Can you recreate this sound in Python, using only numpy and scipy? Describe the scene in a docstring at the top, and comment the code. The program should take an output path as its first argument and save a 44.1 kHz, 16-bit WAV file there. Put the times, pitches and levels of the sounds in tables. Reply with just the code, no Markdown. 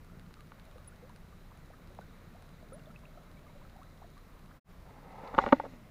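"""By a still pond an angler winds in a lure: the reel's modes tick, its gears purr as resonant noise,
small bubbles ring as gliding sines where the lure wades, an insect chirps twice on a falling note.
A hum of wavering harmonics lies under open-air hiss. After a short silence the rod swings: filtered
noise makes the air swish and the line rub, the reel's body rings as it knocks hard against the hand,
and the spool whirrs down as a sinking sine."""
import sys
import numpy as np
from scipy import signal
from scipy.fft import rfft, irfft, next_fast_len
from scipy.io import wavfile
from scipy.ndimage import uniform_filter1d

SR = 44100
rng = np.random.default_rng(int(sys.argv[2]) if len(sys.argv) > 2 else 0)


def transcribe(signal):
    """Save signal, clipped to [-1, 1], as a 16-bit WAV file at the path in sys.argv[1]."""
    frames = np.atleast_2d(signal).T
    limited = np.clip(frames, -1, 1)
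    pcm = np.round(limited * 32767).astype(np.int16)
    wavfile.write(sys.argv[1], SR, pcm)


N = 260447

# line rub resonances: centre_hz, one_pass_width_hz, relative_db
RUB_BANDS = [(275, 150, -25), (500, 200, 11.5), (790, 340, 15), (1253, 115, 5)]
# glove scrape resonances: centre_hz, one_pass_width_hz, relative_db
SCRAPE_BANDS = [(1500, 300, -3), (2025, 300, 4.5), (2590, 600, 0), (3250, 1300, -5)]


def undb(db):
    """Gain of a level in dB."""
    return 10 ** (np.asarray(db) / 20)


def unit(x):
    """Scaled to rms 1."""
    return x / np.sqrt(np.mean(x ** 2))


def noise():
    """White noise over the whole scene."""
    return rng.standard_normal(N)


def curve(time_s, value, edge=-120):
    """Control points interpolated to every sample; edge holds outside their times."""
    return np.interp(np.arange(N) / SR, time_s, value, edge, edge)


def walk(rate_hz):
    """Random levels held 1 / rate_hz and smoothed twice; spread near 1."""
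    hold = int(SR / rate_hz)
    steps = np.repeat(rng.standard_normal(N // hold + 1), hold)
    return 1.11 * uniform_filter1d(uniform_filter1d(steps, hold), hold)[:N]


def swells(peaks, rise_db_s, fall_db_s):
    """Gain that climbs to each (s, dB) peak and sinks after it at steady dB/s; peaks add in power."""
    peak_s, peak_db = np.transpose(peaks)[:, :, None]
    t = np.arange(N) / SR - peak_s
    level_db = peak_db + np.minimum(rise_db_s * t, -fall_db_s * t)
    return np.sqrt(np.sum(undb(2 * level_db), axis=0))


def resonant(x, bands):
    """x through parallel resonances, each applied twice for steep skirts; rms 1."""
    out = 0
    for hz, width_hz, db in bands:
        b, a = signal.iirpeak(hz, hz / width_hz, SR)
        once = signal.lfilter(b, a, x)
        out = out + undb(db) * unit(signal.lfilter(b, a, once))
    return unit(out)


def ring(hz, db, t60_s, push_s):
    """Decaying modes after a blow that builds up over push_s; negative hz flips the polarity."""
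    t = np.arange(int(SR * np.max(t60_s)))[:, None] / SR
    fade = np.exp(-np.log(1000) * t / t60_s) * (1 - np.exp(-t / push_s)) ** 2
    return np.sum(undb(db) * fade * np.sin(2 * np.pi * hz * t), axis=1)


def add(out, start_s, x):
    """Mix a short sound in at start_s."""
    i = int(start_s * SR)
    out[i:i + len(x)] += x[:N - i]


def air():
    """Open-air hiss in half-octave bands; the lower ones swell and flicker, the top stays nearly smooth."""
    # hiss spectrum before scaling: hz, relative_db_per_hz
    spectrum = [(8.8, -57), (15, 4.5), (38, -1.5), (121, -6), (167, -5), (205, -8.5), (282, -11.5),
                (954, -20.5), (1280, -20.5), (2150, -24), (2870, -29.5), (3960, -31.5), (4990, -34),
                (7940, -39), (15500, -37)]
    # broad bumps on it: centre_hz, width_hz, lift_db
    bumps = [(1240, 300, 3), (2130, 290, 1)]
    size = next_fast_len(N)
    f = np.maximum(np.arange(size // 2 + 1) * SR / size, 1)
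    hz, level_db = np.transpose(spectrum)
    db = np.interp(np.log(f), np.log(hz), level_db)
    for centre_hz, width_hz, lift_db in bumps:
        db = db + lift_db * np.exp(-((f - centre_hz) / width_hz) ** 2)
    shaped = rfft(rng.standard_normal(size)) * undb(db)
    out, common_swell = 0, walk(3.3)
    for octave in np.arange(4, 14.6, .5):  # log2 of the band centre in Hz
        share = np.cos(np.pi * np.clip(np.log2(f) - octave, -.5, .5)) ** 2
        unrest = np.clip((13.2 - octave) / 4, .1, 1)
        flicker_db = unrest * (0.57 * common_swell + 1.67 * walk(9))
        out = out + irfft(shaped * share, size)[:N] * undb(flicker_db)
    return undb(-55) * unit(out)


def hum():
    """A low drone whose overtones waver more than its root, and a rumble that throbs twice a cycle."""
    # drone harmonics: multiple, mean_rms_db
    harmonics = [(1, -58), (2, -65), (3, -63.5), (4, -71.5), (5, -70), (6, -71.5), (8, -77)]
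    # swells of the throb: peak_s, peak_db
    throbs = [(.2, -57), (1.15, -62), (2.02, -61), (2.85, -56.5), (3.5, -64.5), (4.5, -72), (5.42, -56)]
    root_hz, floor_db, slope_db_s = 29.3, -65, 32
    turn = 2 * np.pi * root_hz * np.arange(N) / SR
    tones = 0
    for k, db in harmonics:
        level = np.sqrt(2) * undb(db + 1.2 * np.sqrt(k) * walk(3.6))
        phase = k * turn + 0.18 * k * walk(3.01) + k * k
        tones = tones + level * np.sin(phase)
    throb = undb(floor_db) + swells(throbs, slope_db_s, slope_db_s)
    puffs = noise() * (1 + 0.94 * np.cos(2 * turn))
    return tones + throb * resonant(puffs, [(164.3, 104, 0)])


def insect():
    """Near: a falling sine that starts sharply, sags and echoes faintly. Far: a narrow flickering hiss."""
    # far insects: time_s, mean_rms_db
    far_levels = [(0, -85), (.3, -81), (2.05, -76), (2.65, -76.5), (2.92, -80.5), (3.9, -76), (4.55, -81.5),
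                  (4.9, -86), (5.5, -81), (5.9, -87)]
    # near chirps: start_s, level_db, from_hz, to_hz, length_s
    chirps = [(0.874, -45.5, 10200, 10120, 0.015), (2.728, -54, 9950, 9750, 0.027)]
    far_gain = undb(curve(*np.transpose(far_levels)) + 1.6 * walk(30))
    out = far_gain * resonant(noise(), [(3910, 580, 0), (6770, 1000, -9.5)])
    for start_s, db, from_hz, to_hz, length_s in chirps:
        u = np.linspace(0, 1, int(length_s * SR))
        attack, release = np.minimum(u / .17, 1) ** 2, np.minimum((1 - u) / .17, 1)
        shape = attack * (1 - 0.4 * u) * release
        hz = from_hz + (to_hz - from_hz) * u
        note = undb(db) * shape * np.sin(2 * np.pi * np.cumsum(hz) / SR)
        add(out, start_s, note)
        add(out, start_s + 0.007, undb(-17) * note * (u > .6))  # only the note's end echoes
    return out


def bubbles():
    """Each bubble rings once as a gliding sine, most upward, a few down; many faint ones come at random."""
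    # single bubbles, and at 1.99 s a short plop that falls steeply: start_s, level_db, start_hz, t60_s,
    # rise_octaves_s
    single = [(.099, -52, 1200, 0.0091, 5), (.369, -51, 1250, 0.014, 7), (.39, -55, 1226, .05, -3),
              (.758, -45.5, 500, 0.028, 2), (.78, -54.5, 1220, 0.028, -1), (.92, -58.5, 1340, .067, 18),
              (1.026, -50, 464, 0.1, 6.5), (1.097, -50, 950, 0.028, 7), (1.327, -53, 1170, 0.023, 3),
              (1.45, -57, 810, .021, 1), (1.517, -47.5, 870, 0.013, 122), (1.702, -47.5, 537, 0.027, 65),
              (1.735, -58, 1790, .026, -3), (1.736, -54.5, 1190, .036, 11), (1.785, -54, 1066, .02, 3),
              (1.905, -52.5, 540, 0.043, 12), (1.9885, -34.5, 1050, 0.014, -220),
              (2.015, -51.5, 1450, .037, 6), (2.347, -51, 607, 0.046, 24), (2.627, -48.5, 630, .027, -1),
              (2.721, -45.5, 488, .12, 9.5), (2.722, -49.5, 1230, 0.037, 14), (2.795, -57.5, 2700, .01, 20),
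              (2.858, -56, 3500, .01, 3), (2.87, -50, 580, 0.064, 10.5), (2.903, -53.5, 1235, 0.035, 15),
              (2.96, -45.5, 2560, 0.012, 4), (3.035, -55, 995, .028, 7), (3.054, -48.5, 2500, 0.0094, 45),
              (3.173, -46.5, 627, .031, 21), (3.175, -52, 1280, .022, 3), (3.37, -58.5, 2240, .032, 4),
              (3.466, -51.5, 1190, .022, 2), (3.48, -62, 2100, .045, 4), (3.497, -55, 955, .03, 0),
              (3.558, -52, 550, 0.044, 8), (3.614, -56, 930, 0.048, 16), (3.65, -52, 1280, 0.017, 6),
              (3.759, -51, 703, 0.044, 25), (3.789, -56, 733, .07, 3), (3.815, -51, 1032, .058, 22.5),
              (4.018, -47.5, 660, 0.04, 63), (4.044, -48, 640, 0.029, 13), (4.168, -54, 1107, 0.063, 6),
              (4.508, -49.5, 975, 0.024, 86)]
    fizz_per_s, fizz_floor_db, fizz_end_s = 160, -67, 4.55
    u = rng.random((int(fizz_per_s * fizz_end_s), 4)).T
    fizz_hz = 480 * 2 ** (2.18 * u[1] ** 1.38)
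    fizz_db = fizz_floor_db - 1.6 * np.log(u[2])
    fizz = np.transpose([fizz_end_s * u[0], fizz_db, fizz_hz, 12 / fizz_hz, 20 * u[3] ** 2])
    out = np.zeros(N)
    for start_s, db, start_hz, t60_s, rise in [*single, *fizz]:
        t = np.arange(int(max(t60_s, .005) * 1.8 * SR)) / SR
        fade = np.exp(-np.log(1000) * (t / t60_s) ** 2)  # holds, then drops away
        fade *= 1 - np.exp(-t / 0.00021)
        hz = np.minimum(start_hz * 2 ** (rise * t), 9000)
        add(out, start_s, undb(db) * fade * np.sin(2 * np.pi * np.cumsum(hz) / SR))
    return out


def reel():
    """Each pawl tick rings bright and dull modes, tuned differently every time; the gears purr faintly."""
    # pawl ticks: start_s, bright_db, dull_db
    ticks = [(0.0468, -62, -66), (0.196, -62, -57.5), (0.2644, -69, -66), (0.3405, -56, -54),
             (0.407, -60, -55.5), (0.4718, -65, -66), (0.5974, -61, -56.5), (0.6533, -61, -62),
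             (0.713, -61, -61), (0.7825, -63, -60), (0.8463, -60, -65), (0.9612, -65, -66),
             (1.0944, -60, -62.5), (1.1613, -56.5, -58.5), (1.5742, -61, -63), (1.6601, -61, -70),
             (1.8741, -65, -62), (1.949, -61, -64), (2.0108, -62, -66), (2.152, -65, -71),
             (2.3595, -65, -72), (2.4237, -57.5, -62), (2.4913, -63, -62), (2.6269, -67, -68),
             (2.6878, -67, -70), (2.794, -72, -65), (2.837, -64, -65), (2.9133, -64, -68),
             (2.9915, -61, -68), (3.234, -65, -69), (3.3148, -62, -63), (3.3926, -65, -68),
             (3.6974, -67, -63), (3.7653, -64, -67), (3.8323, -61, -60), (3.9, -67, -72), (3.976, -67, -64),
             (4.1026, -60, -71), (4.1789, -60, -62), (4.3934, -64, -66), (4.4598, -65, -65),
             (5.1234, -66, -70)]
    # bright modes: mean_hz, relative_db, t60_s
    bright = [(9700, 2, 0.0084), (8600, -5, 0.0017), (6260, 5, 0.0029), (11000, -12, 0.0018)]
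    # dull modes: mean_hz, relative_db, t60_s
    dull = [(4700, 7, .004), (3900, 8, .005), (2800, 8, .005), (1500, 8, .008)]
    # gears under load: peak_s, mean_peak_db
    purrs = [(.72, -67), (3.1, -65), (3.55, -64.5), (4.95, -71), (5.3, -62), (5.5, -59.5)]
    hz, db, t60_s = np.transpose([*bright, *dull])
    sign = (-1) ** np.arange(len(hz))  # alternate polarity
    out = np.zeros(N)
    for start_s, bright_db, dull_db in ticks:
        tuned_hz = sign * hz * (1 + 0.048 * rng.standard_normal(len(hz)))
        tick_db = np.repeat([bright_db, dull_db], [len(bright), len(dull)])
        add(out, start_s, ring(tuned_hz, db + tick_db, t60_s, push_s=.00008))
    purr_gain = swells(purrs, rise_db_s=23, fall_db_s=27.5) * undb(0.43 * walk(30))
    return out + purr_gain * resonant(noise(), [(607, 170, 0)])


def gust():
    """Low resonant noise of wind on the microphone during the swing."""
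    # gusts: peak_s, peak_db
    gusts = [(4.88, -59), (5.31, -56.5), (5.39, -39), (5.45, -48), (5.56, -53), (5.72, -71)]
    return resonant(noise(), [(40, 67, 0)]) * swells(gusts, rise_db_s=224, fall_db_s=172)


def swish():
    """Flicks of the rod tip stir the air: flickering band noise with its top cut."""
    # resonances: centre_hz, one_pass_width_hz, relative_db
    swish_bands = [(2800, 1200, -2), (4000, 1300, 0), (5200, 2000, -2), (6600, 2200, -4)]
    # rod tip flicks: peak_s, peak_db before the top cut
    flicks = [(5.3, -79), (5.385, -69), (5.415, -58.5), (5.46, -71), (5.56, -70), (5.63, -70), (5.7, -67)]
    stirred = resonant(noise() * undb(1.5 * walk(56)), swish_bands)
    stirred = stirred * swells(flicks, rise_db_s=600, fall_db_s=103)
    return signal.sosfilt(signal.butter(6, 6700, fs=SR, output="sos"), stirred)


def line_rub():
    """Line and glove rub in grains: one uneven noise through two sets of resonances."""
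    # the swing: time_s, rub_rms_db, scrape_rms_db
    strokes = [(4.8, -82, -94), (4.88, -56.5, -68), (5.0, -58.5, -71), (5.1, -54.5, -65),
               (5.19, -49.5, -62.5), (5.3, -46.5, -58.5), (5.36, -46.5, -60), (5.411, -40.5, -45.5),
               (5.51, -53.5, -55.5), (5.65, -71, -61.5), (5.75, -67, -67), (5.9, -86, -78)]
    # short catches of the line: peak_s, peak_db
    scuffs = [(5.48, -36), (5.655, -41.5)]
    time_s, rub_db, scrape_db = np.transpose(strokes)
    rub_gain = undb(curve(time_s, rub_db)) + swells(scuffs, rise_db_s=751, fall_db_s=849)
    grains = noise() * undb(2.0 * walk(90))
    rub = resonant(grains, RUB_BANDS) * rub_gain
    return rub + resonant(grains, SCRAPE_BANDS) * undb(curve(time_s, scrape_db))


def squeak():
    """A part sings at each catch: noise through one narrow resonance."""
    # catches: peak_s, peak_db
    catches = [(5.354, -36.5), (5.4, -44.5), (5.425, -41.5), (5.5, -45)]
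    return resonant(noise(), [(782, 30, 0)]) * swells(catches, rise_db_s=1503, fall_db_s=333)


def spool():
    """The spool whirrs down: a flickering sine that sinks in pitch as it fades."""
    start_s, start_hz, slows_oct_s, peak_db = 5.55, 325, 2.1, -51
    hz = start_hz * 2 ** (-slows_oct_s * np.maximum(np.arange(N) / SR - start_s, 0))
    spin = swells([(start_s, peak_db)], rise_db_s=1200, fall_db_s=33) * undb(1.1 * walk(19))
    return np.sqrt(2) * spin * np.sin(2 * np.pi * np.cumsum(hz) / SR)


def reach_db(hz, blow_db, blow_hz, below_db, above_db):
    """Drive of a blow at hz: falls evenly below its centre; above, steeply and then ever less."""
    octaves_below = np.log2(np.maximum(blow_hz / hz, 1))
    octaves_above = np.log2(np.maximum(hz / blow_hz, 1))
    return blow_db - below_db * octaves_below - above_db * octaves_above ** .5


def knocks():
    """Every blow rings the same body, its place deciding which modes answer; loose parts rattle after it."""
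    # reel and rod butt modes: hz, relative_db, t60_s
    body = [(185, -32, 0.019), (261.4, 6, 0.046), (396, -10, 0.05), (567, 3, .03), (680, -21, 0.0089),
            (787, 5, 0.014), (904, -0.5, 0.034), (1130, 3, 0.022), (1263, 1.5, 0.013), (1442, 2.5, 0.034),
            (1645, -8, 0.019), (1872, 6, 0.014), (2257, 3, 0.017), (2530, -9, 0.0069), (2880, 10.5, 0.0083),
            (3520, 0, 0.014), (4010, -6.5, 0.024), (4530, -7, 0.013), (5040, -24, 0.0082),
            (5860, -14, .008), (6470, -6.5, 0.011), (9200, -8, .007)]
    # blows: start_s, drive_db, hardest_driven_hz, loss_octave_below_db, loss_octave_above_db
    blows = [(.307, -53, 1250, 6, 14), (.518, -42.5, 1230, 11, 11.5), (5.234, -40, 915, 2.5, 19),
             (5.275, -41, 5040, 18, 17), (5.3402, -32.5, 1250, 3, 24), (5.347, -32.5, 1240, 4, 8.5),
             (5.38, -15.5, 925, 5, 18), (5.3857, -6.5, 1245, 9, 22.5), (5.393, -17, 925, 24, 31),
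             (5.42, -40.5, 915, 1, 17), (5.4377, -22.5, 940, 10.5, 18), (5.4621, -24, 1140, 8.5, 13),
             (5.467, -21, 558, 11, 20.5), (5.476, -27.5, 915, 3, 16), (5.488, -36, 915, 3, 4.5),
             (5.523, -12, 1240, 7.5, 23), (5.5262, -10.5, 1230, 1.05, 16), (5.5299, -11.5, 570, 11, 23),
             (5.566, -53, 2200, -1, 8), (5.598, -18.5, 893, 15, 23), (5.639, -31.5, 570, 15, 23),
             (5.65, -41, 1250, 5, 19), (5.662, -37, 570, 20, 17), (5.735, -47.5, 560, 6, 12)]
    rattle_db, rattle_t60_s, rattle_hz = -24.5, 0.074, 1250
    # weak blows are dull: dB lost per octave above soft_hz, for each dB under a hard blow
    soft_hz, softness, hard_db = 2200, .3, -15
    hz, db, t60_s = np.transpose(body)
    out, shake = np.zeros(N), np.zeros(N)
    sign = (-1) ** np.arange(len(hz))  # neighbouring modes move in opposite directions
    t = np.arange(SR // 5) / SR
    settle = np.exp(-np.log(1000) * t / rattle_t60_s) * (1 - np.exp(-t / .0015)) ** 2
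    for start_s, *drive in blows:
        blow_db, blow_hz = drive[:2]
        # upper modes vary at random from blow to blow
        scatter_db = 2.0 * rng.standard_normal(len(hz)) * (hz > 1600)
        octaves_up = np.log2(np.maximum(hz / max(soft_hz, blow_hz), 1))
        dull_db = softness * min(blow_db - hard_db, 0) * octaves_up
        mode_db = db + scatter_db + reach_db(hz, *drive) + dull_db
        add(out, start_s, ring(sign * hz, mode_db, t60_s, push_s=0.00058))
        add(shake, start_s, undb(reach_db(rattle_hz, *drive) + rattle_db) * settle)
    loose = noise() * undb(3.0 * walk(170))
    return out + shake * resonant(loose, RUB_BANDS + SCRAPE_BANDS)


def scene():
    """All sources at one microphone."""
    winding = air() + hum() + insect() + bubbles() + reel()
    swing = gust() + swish() + line_rub() + squeak() + spool()
    return (winding + swing + knocks())[None]


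def record(dry):
    """The sound fades out and back in around a short silence; the top is cut."""
    # fade around the silence: time_s, gain
    gap = [(4.565, 0.95), (4.598, 0), (4.644, 0), (4.69, 0.57)]
    faded = dry * np.clip(curve(*np.transpose(gap), edge=0.86), 0, 1)
    top_cut = signal.ellip(10, .2, 50, 15550, fs=SR, output="sos")
    return signal.sosfilt(top_cut, faded)


dry = scene()
out = record(dry)
transcribe(out)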